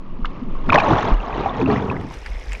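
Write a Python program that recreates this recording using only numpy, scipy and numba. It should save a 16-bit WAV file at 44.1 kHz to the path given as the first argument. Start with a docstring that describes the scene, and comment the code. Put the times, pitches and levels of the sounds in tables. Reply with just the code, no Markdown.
"""Surfboard under a wave

A camera in a waterproof case rides a surfboard under a wave and comes up again.
Water laps, slaps the case and closes over it in a muffled rush of ringing bubbles.
Pressure makes the case boom, and big air pockets gurgle as it rises.
In the open air, foam fizzes, drops splash and wind flutters against the case."""
import sys
import numpy as np
from scipy import signal
from scipy.fft import rfft, irfft
from scipy.io import wavfile
from scipy.ndimage import uniform_filter1d
from numba import njit

SR = 44100
rng = np.random.default_rng(int(sys.argv[2]) if len(sys.argv) > 2 else 0)


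def generate_wav(sig):
    """Save sig (samples, or channels by samples) to the path in sys.argv[1] as 16-bit PCM at SR."""
    pcm = np.round(np.clip(np.atleast_2d(sig).T, -1, 1) * 32767).astype(np.int16)
    wavfile.write(sys.argv[1], SR, pcm)


N = 114660  # 2.6 s
BASS_EDGE_HZ, TREBLE_EDGE_HZ = 398, 1696
# tone of the spray that goes with slaps and pings: f/Hz, relative level/dB
SPRAY_TONE = [(200, -12.5), (900, 12.5), (2500, -4.5), (4000, -14), (7000, -30)]


def undb(db):
    """Turn decibels into a gain to multiply by."""
    return 10 ** (np.asarray(db) / 20)


def unit(x):
    """Scale a sound to an average strength (rms) of 1."""
    return x / np.sqrt(np.mean(x ** 2))


def curve(rows, column=1):
    """Gain over time, from one dB column of a table."""
    rows = np.array(rows)
    return undb(np.interp(np.arange(N) / SR, rows[:, 0], rows[:, column]))


def freqs():
    """The frequency in Hz of each point of a spectrum."""
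    return np.maximum(np.arange(N // 2 + 1) * SR / N, 1)


def below(hz, steepness=6):
    """Filter gains that let through what lies below hz."""
    return 1 / (1 + (freqs() / hz) ** steepness)


def colour(x, tone):
    """Filter a sound by a table of f/Hz, level/dB, then scale it to strength 1."""
    hz, db = np.array(tone).T
    gain = undb(np.interp(np.log(freqs()), np.log(hz), db))
    return unit(irfft(rfft(x) * gain, N))


@njit
def ring(start, hz, cycles, size):
    """Each bubble rings as a fading tone whose pitch rises a little."""
    out = np.zeros(N)
    for k in range(len(start)):
        first = int(start[k])
        decay_samples = cycles[k] * SR / hz[k]
        for i in range(min(int(5 * decay_samples), N - first)):
            age = i / decay_samples
            level = size[k] * np.exp(-age) * (1 - np.exp(-5 * age))
            out[first + i] += level * np.sin(2 * np.pi * cycles[k] * age * (1 + .012 * age))
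    return out


def cloud(per_s, cycles, spread_db, top_hz):
    """A swarm of bubbles, equally many in each octave and few of them loud, over churning water."""
    low_hz = 68.53
    churn = rng.standard_normal(N)
    when, pitch, life, size, chance = rng.random((50000, 5)).T
    hz = low_hz * (top_hz / low_hz) ** pitch
    size = undb(-spread_db * np.log(1 - .98 * size)) * hz
    on = chance < per_s * N / SR / len(chance)
    bubbles = ring(when[on] * N, hz[on], cycles * (.5 + life[on]), size[on])
    swarm = unit(bubbles) + undb(-2.5) * churn
    return irfft(rfft(swarm) / np.hypot(1, (low_hz / freqs()) ** 2), N)  # thin out the deepest bass


def pops(per_s, cycles, low_hz, high_hz, db):
    """Lone bubbles ring out of the swarm, each with a clear pitch."""
    when, pitch, size, chance = rng.random((3000, 4)).T
    hz = low_hz * (high_hz / low_hz) ** pitch
    on = chance < per_s * N / SR / len(chance)
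    bubbles = ring(when[on] * N, hz[on], np.full(on.sum(), float(cycles)), (size ** 2 * hz)[on])
    return undb(db) * unit(bubbles)


def splashes(rows, spray_tone, rise_s=.0011):
    """Each splash briefly rings an air pocket and throws a spray, finer for a smaller pocket."""
    out = np.zeros(N)
    hiss = colour(rng.standard_normal(N), spray_tone)
    for at, hz, db, decay_s, spray_db in rows:
        near = slice(int((at - .02) * SR), min(int((at + .12) * SR), N))
        t = np.arange(N)[near] / SR - at
        body = undb(db) * pulse(t, rise_s, decay_s)
        tail = undb(db - 7.5) * pulse(t, rise_s, decay_s=.009)
        bend = 1 + .047 * np.tanh(t / decay_s / 2)  # the pitch slides up a little
        spray = signal.lfilter(*signal.butter(2, .6 * hz, "high", fs=SR), hiss[near])
        out[near] += body * np.sin(2 * np.pi * hz * t * bend)
        out[near] += spray * undb(spray_db) * (body + tail)
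    return out


def pulse(t, rise_s, decay_s):
    """A level that climbs quickly until t = 0, then dies away."""
    return np.exp(-(np.minimum(t, 0) / rise_s) ** 2 - np.maximum(t, 0) / decay_s)


def muffle(x):
    """Water against the case takes away the highest treble."""
    return irfft(rfft(x) * (undb(-57.5) + below(7400, steepness=30)), N)


def wind():
    """Air flutters against the case once it is out of the water."""
    # tone of the wind, applied twice: f/Hz, relative level/dB
    tone = [(8, -11.5), (44, 1), (60, 0), (90, -10.5), (200, -32), (2000, -59.5)]
    # gusts: t/s, level/dB
    gusts = [(2.0, -68), (2.17, -32.5), (2.25, -37.5), (2.32, -24), (2.45, -33), (2.5, -27), (2.56, -32)]
    eddies = colour(rng.standard_normal(N), tone)
    steadier = eddies / np.sqrt(np.abs(signal.hilbert(eddies)))  # even out chance peaks
    return colour(steadier, tone) * curve(gusts)


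def foam():
    """Foam bubbles fizz in the open air behind the wave."""
    # tone of the fizz: f/Hz, relative level/dB
    tone = [(100, -18), (250, -18), (480, 4), (800, -9), (1400, -9), (2200, -1), (3000, -13), (4400, -18.5),
            (5300, -11), (7000, -23), (9300, -27.5), (11500, -32), (14500, -42)]
    # loudness of the fizz: t/s, level/dB
    levels = [(1.7, -91), (1.83, -54.5), (2.05, -52), (2.14, -42), (2.22, -46.5), (2.33, -44.5),
              (2.46, -44.5), (2.53, -40), (2.6, -45.5)]
    fizz = cloud(per_s=3600, cycles=1.4, spread_db=4.4, top_hz=16500)
    fizz += pops(per_s=259.5, cycles=12, low_hz=1199, high_hz=8996.5, db=-9.5)
    return colour(fizz, tone) * curve(levels)


def drops():
    """Drops land on the surface in small, bright splashes."""
    # drops: t/s, f/Hz, peak level/dB, decay/s, spray relative to the peak/dB
    landings = [(2.011, 1820, -32.5, .003, -6.5), (2.14, 5840, -42, .003, 12),
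                (2.261, 2070, -31.5, 0.0054, -1.5), (2.2625, 4690, -30, .0012, -13),
                (2.273, 1900, -31, 0.0028, -27), (2.521, 1780, -37.5, .0014, 5.5),
                (2.532, 7200, -29.5, 0.00092, 6), (2.533, 2530, -31.5, 0.0024, -3),
                (2.551, 2330, -23, 0.0025, -13)]
    # tone of their spray: f/Hz, relative level/dB
    tone = [(300, -2), (2200, 12.5), (3700, -5), (5200, -15), (8000, -13.5), (15000, -37)]
    return splashes(landings, tone, rise_s=.00053)


def lapping():
    """Water burbles along the board before the dive and grows louder as the wave nears."""
    # tone of the burbling: f/Hz, relative level/dB
    tone = [(70, -0.5), (150, 2), (260, -0.5), (450, -10.5), (600, -14), (800, -20), (1100, -11.5),
            (1500, -27), (2100, -28.5), (2800, -29.5), (4000, -40), (6000, -49), (7000, -53.5)]
    # loudness of the burbling: t/s, bass level/dB, upper level/dB
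    levels = [(0, -42, -47), (.2, -37.5, -46), (.29, -38.5, -41.5), (.36, -35, -40.5), (.48, -35, -44),
              (.56, -37.5, -39.5), (.62, -38.5, -40.5), (.68, -29.5, -35.5), (.8, -66, -69)]
    bubbles = cloud(per_s=6700, cycles=3.5, spread_db=1.6, top_hz=7350)
    bubbles += pops(per_s=100.5, cycles=3.5, low_hz=1001.5, high_hz=6503, db=-14.5)
    water = colour(bubbles, tone)
    bass = irfft(rfft(water) * below(BASS_EDGE_HZ), N)
    return unit(bass) * curve(levels) + unit(water - bass) * curve(levels, column=2)


def case():
    """The case rumbles in the flow, sways with the swell and booms under blows of pressure."""
    # shaking by the flow: t/s, level/dB
    shaking = [(0, -40.5), (.5, -42.5), (.76, -23.5), (.84, -42), (.91, -27.5), (1.0, -33.5), (1.4, -32.5),
               (1.8, -44), (2.1, -35), (2.25, -61)]
    # slow pressure sway of the swell: t/s, level/dB
    sway = [(0, -31), (.35, -30), (.65, -14.5), (.8, -31), (2.0, -42)]
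    # tone of the sway: f/Hz, relative level/dB
    sway_tone = [(6, -30), (13, 4.5), (20, -3.5), (30, -26), (100, -63.5), (400, -120)]
    # pressure blows: t/s, f/Hz, level/dB
    blows = [(0.223, 22, -12), (1.119, 35.8, -4.5)]
    ring_hz, width_hz, top_hz = 36.8, 3.3, 67
    decay_s, tail_s = .04, .088
    f = freqs()
    resonance = 1 / (1 + 1j * (f / ring_hz - ring_hz / f) * ring_hz / width_hz)
    resonance /= np.hypot(1, (f / top_hz) ** 3)
    rumble = unit(irfft(rfft(rng.standard_normal(N)) * resonance, N))
    out = rumble * curve(shaking) + colour(rng.standard_normal(N), sway_tone) * curve(sway)
    for at, hz, db in blows:
        t = np.maximum(np.arange(N) / SR - at, 0)
        fade = np.exp(-t / decay_s) + undb(-17) * np.exp(-t / tail_s)
        out += undb(db) * fade * np.sin(2 * np.pi * hz * t)
    return out


def gurgles():
    """Large air pockets wobble and glide in pitch as they slide past the case."""
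    # air pockets: t/s, f/Hz, peak level/dB, decay/s, glide/(octaves per s)
    pockets = [(.198, 232, -22.5, 0.0081, -3), (.325, 269, -30.5, 0.0068, .5),
               (0.428, 243.5, -20.5, 0.0131, 4.5), (1.602, 444.4, -15.5, 0.021, -5.5),
               (1.631, 262, -13.5, 0.08, 0), (1.622, 335, -18, 0.043, -1.5), (1.668, 304, -14.5, 0.022, -1),
               (1.655, 137.4, -20, 0.013, 10.5), (1.693, 421.3, -14, 0.039, -0.3),
               (1.739, 203.2, -19.5, 0.078, -0.5), (1.822, 430.3, -23, .041, -2),
               (2.049, 230, -22.5, .0049, -3.5)]
    out = np.zeros(N)
    for at, hz, db, decay_s, glide in pockets:
        t = np.arange(N) / SR - at
        wobble = unit(uniform_filter1d(rng.standard_normal(N), size=500))
        pitch = hz * 2 ** (glide * np.clip(t, -decay_s, 3 * decay_s)) * (1 + .0359 * wobble)
        level = undb(db) * pulse(t, rise_s=.0073, decay_s=decay_s)
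        out += level * np.sin(2 * np.pi * np.cumsum(pitch) / SR)
    return out


def pings():
    """Single bubbles ping close to the case inside the rush."""
    # nearby bubbles: t/s, f/Hz, peak level/dB
    bubbles = [(.835, 3920, -29), (.8873, 5940, -36), (0.9349, 1360, -13), (0.986, 3330, -25.5),
               (1.0085, 1830, -26), (1.03, 1140, -14), (1.204, 2670, -27), (1.328, 2470, -27),
               (1.3401, 1880, -27), (1.381, 300, -14), (1.409, 363, -12.5), (1.495, 3500, -28),
               (1.615, 2470, -22.5), (1.661, 2590, -21), (1.677, 640, -15.5), (1.702, 1800, -19.5),
               (1.715, 4340, -32), (1.762, 1910, -18.5), (1.901, 2490, -18), (1.915, 1060, -16),
               (1.967, 1960, -24.5), (2.111, 980, -27)]
    decay_s, spray_db = .0022, -14
    return splashes([(*row, decay_s, spray_db) for row in bubbles], SPRAY_TONE)


def slaps():
    """Water slaps the case, and each slap rings a pocket of air."""
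    # slaps: t/s, f/Hz, peak level/dB, decay/s, spray relative to the peak/dB
    hits = [(.248, 1220, -12.5, 0.0015, -18), (.2513, 1550, -22, 0.0014, -27),
            (.2566, 3370, -28.5, 0.001, 5.5), (.2574, 2830, -27.5, 0.0017, -4),
            (.553, 1050, -30, 0.0048, -25), (.6915, 670, -19.5, 0.0024, -3),
            (.697, 1340, -8.5, 0.0027, -15), (.702, 3530, -21.5, .0012, -17),
            (.7035, 2420, -6, 0.0014, -34), (.7245, 1100, -8.5, 0.0017, -5.5),
            (.728, 1030, -7.5, .0037, -26), (.731, 990, -5.5, 0.0035, -24),
            (.732, 2340, -6.5, .0011, -10.5), (.744, 998, -4.5, 0.0032, -6),
            (.7442, 3700, -13, 0.00044, -13), (.7483, 6000, -28, .0013, 1), (.749, 587, -6, 0.013, -24.5),
            (.753, 1134, -8.5, .0034, -29), (.7585, 1810, -3, 0.001, -8), (.7768, 2870, -20.5, .0015, -24),
            (.7795, 785, -3, 0.0049, -18), (.786, 2510, -11, 0.0046, -6.5), (.786, 1160, -13.5, .0029, -19),
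            (.798, 3000, -24, .003, 3), (.802, 2340, -14.5, 0.0051, -3), (.805, 5615, -33.5, .0008, 8),
            (.909, 807, -9.5, 0.0071, -17), (.929, 149, -11, 0.0092, -21), (.984, 807, -8.5, 0.0054, -24.5),
            (1.461, 758, -6, 0.0048, -26), (1.701, 760, -15, 0.0076, -21)]
    return splashes(hits, SPRAY_TONE)


def rush():
    """The wave's cloud of bubbles: large, middling and small ones surge separately."""
    # tone of the rush: f/Hz, relative level/dB
    tone = [(70, 1.5), (120, 1), (250, -2.5), (420, -6.5), (560, -12), (780, -8), (1100, -11),
            (1500, -18.5), (2000, -20.5), (2700, -22.5), (3600, -26.5), (4700, -37.5), (6000, -40.5),
            (7000, -45.5)]
    # the wave closing over, before trim_db is added: t/s, bass/dB, middle/dB, treble/dB
    closing = [(.6, -78, -91, -95), (.69, -19, -33.5, -54), (.745, -18, -14.5, -32), (.77, -24, -14, -38)]
    # the surges under water that follow: same columns
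    surges = [(0.81, -27.5, -20, -34), (0.848, -24, -15, -27), (0.922, -10, -14, -28),
              (1.002, -26.5, -19, -26.5), (1.114, -22.5, -20.5, -32), (1.172, -38.5, -30, -40.5),
              (1.4, -27, -23, -34), (1.498, -29, -22.5, -36.5), (1.526, -30.5, -28, -38.5),
              (1.626, -17.5, -23, -32.5), (1.645, -19, -32, -42.5), (1.716, -19.5, -20, -29),
              (1.866, -24, -29, -39.5), (1.912, -23, -24, -46), (2.06, -28, -39.5, -46.5),
              (2.2, -45.5, -46, -44.5)]
    trim_db = (-3, -3, -7.5)  # bass, middle, treble
    bubbles = cloud(per_s=5000, cycles=1.99, spread_db=3, top_hz=7650)
    bubbles += pops(per_s=307, cycles=9, low_hz=599, high_hz=6499.5, db=-6)
    spectrum = rfft(colour(bubbles, tone))
    bass, below_treble = below(BASS_EDGE_HZ), below(TREBLE_EDGE_HZ)
    out = np.zeros(N)
    for k, band in enumerate((bass, below_treble - bass, 1 - below_treble)):
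        level = undb(trim_db[k]) * curve([*closing, *surges], column=k + 1)
        out += level * unit(irfft(spectrum * band, N))
    return out


def scene():
    """Muffled water and the booming case first, then the brighter surface, in one channel."""
    slapping, dripping = slaps(), drops()
    underwater = muffle(slapping + pings() + lapping() + rush() + case())
    return (underwater + gurgles() + foam() + dripping + wind())[None]


def record(dry):
    """The camera clips peaks at full scale and cuts the very highest treble."""
    top_hz = 15600
    treble_cut = signal.ellip(8, .2, 70, top_hz, fs=SR, output="sos")
    return signal.sosfilt(treble_cut, np.clip(dry, -1, 1))


dry = scene()
out = record(dry)
generate_wav(out)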